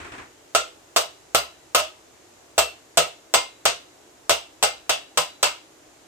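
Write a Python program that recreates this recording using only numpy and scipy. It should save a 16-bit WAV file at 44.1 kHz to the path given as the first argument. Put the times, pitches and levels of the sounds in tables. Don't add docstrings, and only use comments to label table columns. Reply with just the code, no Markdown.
import sys
import numpy as np
from scipy import signal
from scipy.fft import rfft, irfft, next_fast_len
from scipy.io import wavfile
from scipy.ndimage import uniform_filter1d

SR = 44100
rng = np.random.default_rng(int(sys.argv[2]) if len(sys.argv) > 2 else 0)


def file_out(sig):
    cols = np.atleast_2d(sig).T
    lim = np.clip(cols, -1, 1)
    pcm = np.round(lim * 32767).astype(np.int16)
    wavfile.write(sys.argv[1], SR, pcm)


N = 267687
LAG_S = .000102


def amp(db):
    return 10 ** (np.asarray(db) / 20)


def unit(x):
    return x / np.sqrt(np.mean(x ** 2) + 1e-20)


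def along(points, hz):
    f, v = np.transpose(points)
    return np.interp(np.log(hz + 1), np.log(f + 1), v)


def filtered(x, response):
    n = x.shape[-1]
    m = 2 * next_fast_len(n // 2 + 4096)
    return irfft(rfft(x, m) * response(np.fft.rfftfreq(m, 1 / SR)), m)[..., :n]


def causal(gain):
    cepstrum = irfft(np.log(np.maximum(gain, 1e-6)))
    half = len(cepstrum) // 2
    forward_only = np.r_[1, np.full(half - 1, 2), 1, np.zeros(half - 1)]
    return np.exp(rfft(cepstrum * forward_only))


def add(track, s, sound):
    part = track[..., max(round(s * SR), 0):][..., :sound.shape[-1]]
    part += sound[..., :part.shape[-1]]


def late_left(mono):
    lag = np.array([[LAG_S], [0]])
    return filtered(mono, lambda hz: np.exp(-2j * np.pi * hz * lag))


def diffuse(size):
    # f/Hz, likeness (1 = the same on both sides)
    alike = [(60, 0.97), (130, 0.43), (290, 0.9), (640, 0.034), (1400, 0.11), (3000, 0.023), (8000, 0.14)]

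    def shares(hz):
        turn = np.arccos(np.clip(along(alike, hz), -1, 1)) / 2
        return np.array([np.cos(turn), np.sin(turn)])

    mid, side = filtered(rng.standard_normal((2, size)), shares)
    return np.array([mid + side, mid - side])


def evened(x, width_hz):
    def response(hz):
        power = np.mean(abs(rfft(x, 2 * len(hz) - 2)) ** 2, axis=0)
        smooth_power = uniform_filter1d(power, max(int(width_hz / hz[1]), 1))
        return abs(smooth_power) ** -.5
    return filtered(x, response)


def hush(level_db=-52.5, waver_db=.7):
    # f/Hz, relative level/dB per Hz
    colour = [(20, -25), (55, -9.5), (128, -7), (205, -13.5), (318, 0.5), (500, -5), (640, -3),
              (1100, -9.5), (2560, -14), (5000, -16.5), (7000, -12.5), (9200, -21), (14500, -28.5),
              (16200, -59)]
    noise = filtered(diffuse(N), lambda hz: amp(along(colour, hz)))
    z = signal.stft(noise, nperseg=1024)[2]
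    patches = uniform_filter1d(rng.standard_normal(z.shape[1:]), size=5, axis=0)
    patches = uniform_filter1d(patches, size=10, axis=1)
    wavering = signal.istft(z * amp(waver_db * unit(patches)), nperseg=1024)[1][:, :N]
    return amp(level_db) * unit(wavering)


def scrape(slip_db=-2, slip_t60=0.12, slip_bright_db=6, grain_db=-1.0, grain_rate=400):
    # t/s, level/dB
    pushes = [(0.0, -39.5), (0.046, -41), (0.118, -39), (0.18, -40.5)]
    # f/Hz, relative level/dB per Hz
    mash = [(20, -23), (45, -10), (90, 0), (190, -12), (300, -1.5), (540, -9), (700, -5.5), (1400, -3.5),
            (1900, -5.5), (2400, -6.5), (2900, -12.5), (5000, -23.5), (8400, -22.5), (15000, -71)]
    rise_s, hold_s, drag_t60 = 0.001, 0.034, 0.3
    t = np.arange(SR // 2) / SR
    rise = 1 - np.exp(-t / rise_s)
    push = rise * amp(-60 * np.maximum(t - hold_s, 0) / drag_t60)
    drag_power, slips = np.zeros((2, N))
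    for start, db in pushes:
        add(drag_power, start, (amp(db) * push) ** 2)
        add(slips, start, rise * amp(db + slip_db - 60 * t / slip_t60))
    grain_level = np.interp(np.arange(N) / SR * grain_rate, np.arange(N), rng.standard_normal(N))
    grains = amp(grain_db * grain_level)

    def rub(bright_db):
        def colour(hz):
            return amp(along(mash, hz) + along([(1500, 0), (3500, bright_db)], hz))
        return unit(filtered(grains * diffuse(N), colour))

    return np.sqrt(drag_power) * rub(0) + slips * rub(slip_bright_db)


def room(t, rise=0.0034, far_wall_s=0.04, far_wall_db=2.5, far_wall_spread=0.029):
    # f/Hz, t60/s
    kitchen = [(70, 0.17), (300, 0.24), (650, 0.28), (1500, 0.27), (3000, .33), (8000, 0.25), (14000, 0.24)]
    # f/Hz, change/dB
    absorbed = [(3000, 0), (7000, -1.5), (13000, -4)]
    hz, s, z = signal.stft(diffuse(len(t)), SR, nperseg=256)
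    fade_db = along(absorbed, hz)[:, None] - 60 * s / along(kitchen, hz)[:, None]
    tail = signal.istft(z * amp(fade_db), SR, nperseg=256)[1][:, :len(t)]
    swell_db = far_wall_db * np.exp(-((t - far_wall_s) / far_wall_spread) ** 2)
    return tail * amp(swell_db) * (1 - np.exp(-t / rise))


def contact(t, crack_t60=0.00067, chatter_t60=0.019, chatter_rise=0.0029,
            stove_db=-7, stove_t60=0.094, stove_rise=0.0031):
    # f/Hz, relative level/dB
    crack_colour = [(500, -5.5), (1500, -20), (4000, -0.5), (12000, 13)]
    crack_db, chatter_db = 3, 4
    crack = filtered(rng.standard_normal(len(t)), lambda hz: amp(along(crack_colour, hz)))
    crack = crack * amp(crack_db - 60 * t / crack_t60)
    chatter = rng.standard_normal(len(t)) * amp(chatter_db - 60 * t / chatter_t60)
    chatter = chatter * (1 - np.exp(-t / chatter_rise))
    near = diffuse(len(t)) * amp(stove_db - 60 * t / stove_t60) * (1 - np.exp(-t / stove_rise))
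    return late_left(crack + chatter) + near


def thud(t, load):
    empty_db, load_db = 8, 14.5
    rate = 2 * np.pi * 1800
    push = rate / SR * np.exp(-rate * t)
    return amp(empty_db + load_db * load) * late_left(push)


def body(hz, scatter_db=-1.6, detune=0.0009):
    # f/Hz, width/Hz, level/dB before scatter
    modes = [(319.6, 31, -21), (423, 24, -10), (498.3, 19, -5), (592.6, 26.7, -2), (680, 26, 2.5),
             (789, 46, -5.5), (937, 24, -8.5), (1054, 67, -9), (1194, 52, -11), (1284, 48, -6),
             (1400, 40, -10.5), (1444, 90, -16.5), (2110, 11.4, -6.5), (2698, 17.5, -2), (2880, 19, -7.5),
             (3448, 18, -8.5), (3684, 19, -11.5), (4780, 16, -6), (5300, 38, -36), (6880, 420, -15),
             (7976, 267, -9.5), (8930, 164, -14), (11970, 130, -18), (13020, 300, -20)]
    # f/Hz, level/dB
    crowd = [(25, -38), (100, -28.5), (230, -37), (450, -59), (900, -23), (1450, -14.5), (1850, -18.5),
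             (2900, -11), (4500, -15.5), (6300, -15), (8700, -54.5), (14700, -132), (16200, -88)]
    centre, width, db = np.transpose(modes)[:, :, None]
    strength, shift = rng.standard_normal((2, len(modes), 1))
    tuned = centre * (1 + detune * shift)
    off_tune = (hz ** 2 - tuned ** 2) / ((hz + 1) * width)
    peaks = amp(db + scatter_db * strength) ** 2 / (1 + off_tune ** 2)
    return np.sqrt(peaks.sum(axis=0) + amp(along(crowd, hz)) ** 2)


def ring(t, tone_hz, scatter_db=5.0, rise=0.0099, split=0.0051):
    # f/Hz, level/dB before lift and scatter, t60/s
    tones = [(70, -44, .28), (160, -45, .2), (629, -34, .28), (1356, -40, .26), (2110, -43, .3),
             (2707, -42, .32), (2900, -43, .33), (3407, -44, .35), (3920, -48, .7), (4866, -46, .34),
             (6982, -44, .28), (8016, -42, .28)]
    lift_db = 9
    hz, db, t60 = np.transpose(tones)[:, :, None]
    favoured = abs(hz - tone_hz) == abs(hz - tone_hz).min()
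    level = db + lift_db * favoured + scatter_db * rng.standard_normal(db.shape)
    apart = np.minimum(hz / 2000, 1)
    phases = 2 * np.pi * apart * rng.random((2, 2, len(tones), 1))
    first = np.sin(2 * np.pi * hz * t + phases[0])
    second = .5 * np.sin(2 * np.pi * hz * (1 + split) * t + phases[1])
    fading = amp(level - 60 * t / t60) * (first + second)
    return fading.sum(axis=1) * (1 - np.exp(-t / rise))


def tint(hz, heft_db, spot_hz, spot_db):
    # f/Hz, share
    heft_reach = [(100, 0.28), (220, 0.29), (400, 1), (680, 0.87), (1000, 0.69), (1400, 0.0031), (2400, 0)]
    spot_octaves = 0.09
    node_share, node_ratio = 0.62, 0.66

    def around(centre_hz):
        return np.exp(-(np.log2((hz + 1) / centre_hz) / spot_octaves) ** 2)

    spot = around(spot_hz) - node_share * around(node_ratio * spot_hz)
    return heft_db * along(heft_reach, hz) + spot_db * spot


def raps(clank_db=34.5, room_db=-10, even_hz=130, ring_db=-1):
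    # t/s, force/dB, f/Hz the spot favours, its lift/dB, rebound delay/s, singing tone f/Hz
    rows = [(0.549, -1.9, 1348, 9.5, 0.0031, 2110), (0.9621, -0.6, 1130, 4, 0.0032, 630),
            (1.348, 0, 1340, 7.5, 0.0041, 2110), (1.7475, -0.4, 1260, 8.5, 0.0028, 2110),
            (1.791, -11.5, 627, 11.5, .008, 630), (2.5798, 0.2, 623, 1, .0099, 630),
            (2.9724, 1, 576, -1, 0.0051, 630), (3.339, 1.23, 990, 6.5, 0.0052, 2110),
            (3.654, 0.5, 570, 3, 0.0054, 4870), (4.295, 0.5, 580, 0.5, .012, 8016),
            (4.627, -0.5, 864, 2.5, 0.0088, 2710), (4.894, -2, 749, 3, 0.0029, 2710),
            (5.1738, -1.7, 1020, 10, 0.0037, 3920), (5.4283, 0, 976, 8.5, .003, 2710)]
    # t/s, t/s
    swing_limits = (.26, .42)
    # f/Hz, left minus right level/dB
    balance = [(150, 0.2), (380, 1), (700, -2.5), (1300, -1.5), (2400, 1), (4400, 1), (8000, 0)]
    thud_delay_s, rebound_db = 0.000967, -1
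    heft_db_per_doubling, even_swing_s = 6.5, .36
    load_life_s = 3.5
    out, t = np.zeros((2, N)), np.arange(SR // 2) / SR
    swings = np.clip(np.diff([row[0] for row in rows], prepend=0), *swing_limits)
    for (s, force_db, spot_hz, spot_db, delay, tone_hz), swing_s in zip(rows, swings):
        load = np.exp(-s / load_life_s)
        heft_db = heft_db_per_doubling * np.log2(swing_s / even_swing_s)
        blow = contact(t) + amp(room_db) * room(t)
        add(blow, thud_delay_s, thud(t, load))
        add(blow, delay, amp(rebound_db) * contact(t))
        clank = filtered(evened(blow, even_hz), lambda hz: causal(body(hz)))
        pot = amp(clank_db) * clank + amp(ring_db) * ring(t, tone_hz)
        tinted = filtered(pot, lambda hz: causal(amp(tint(hz, heft_db, spot_hz, spot_db))))
        add(out, s, amp(force_db) * tinted)
    return filtered(out, lambda hz: amp(along(balance, hz) * np.array([[.5], [-.5]])))


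def scene():
    return hush() + scrape() + raps()


def record(dry):
    rounded = dry / (1 + (dry / .9) ** 4) ** (1 / 4)
    return filtered(rounded, lambda hz: hz < 16500)


dry = scene()
out = record(dry)
file_out(out)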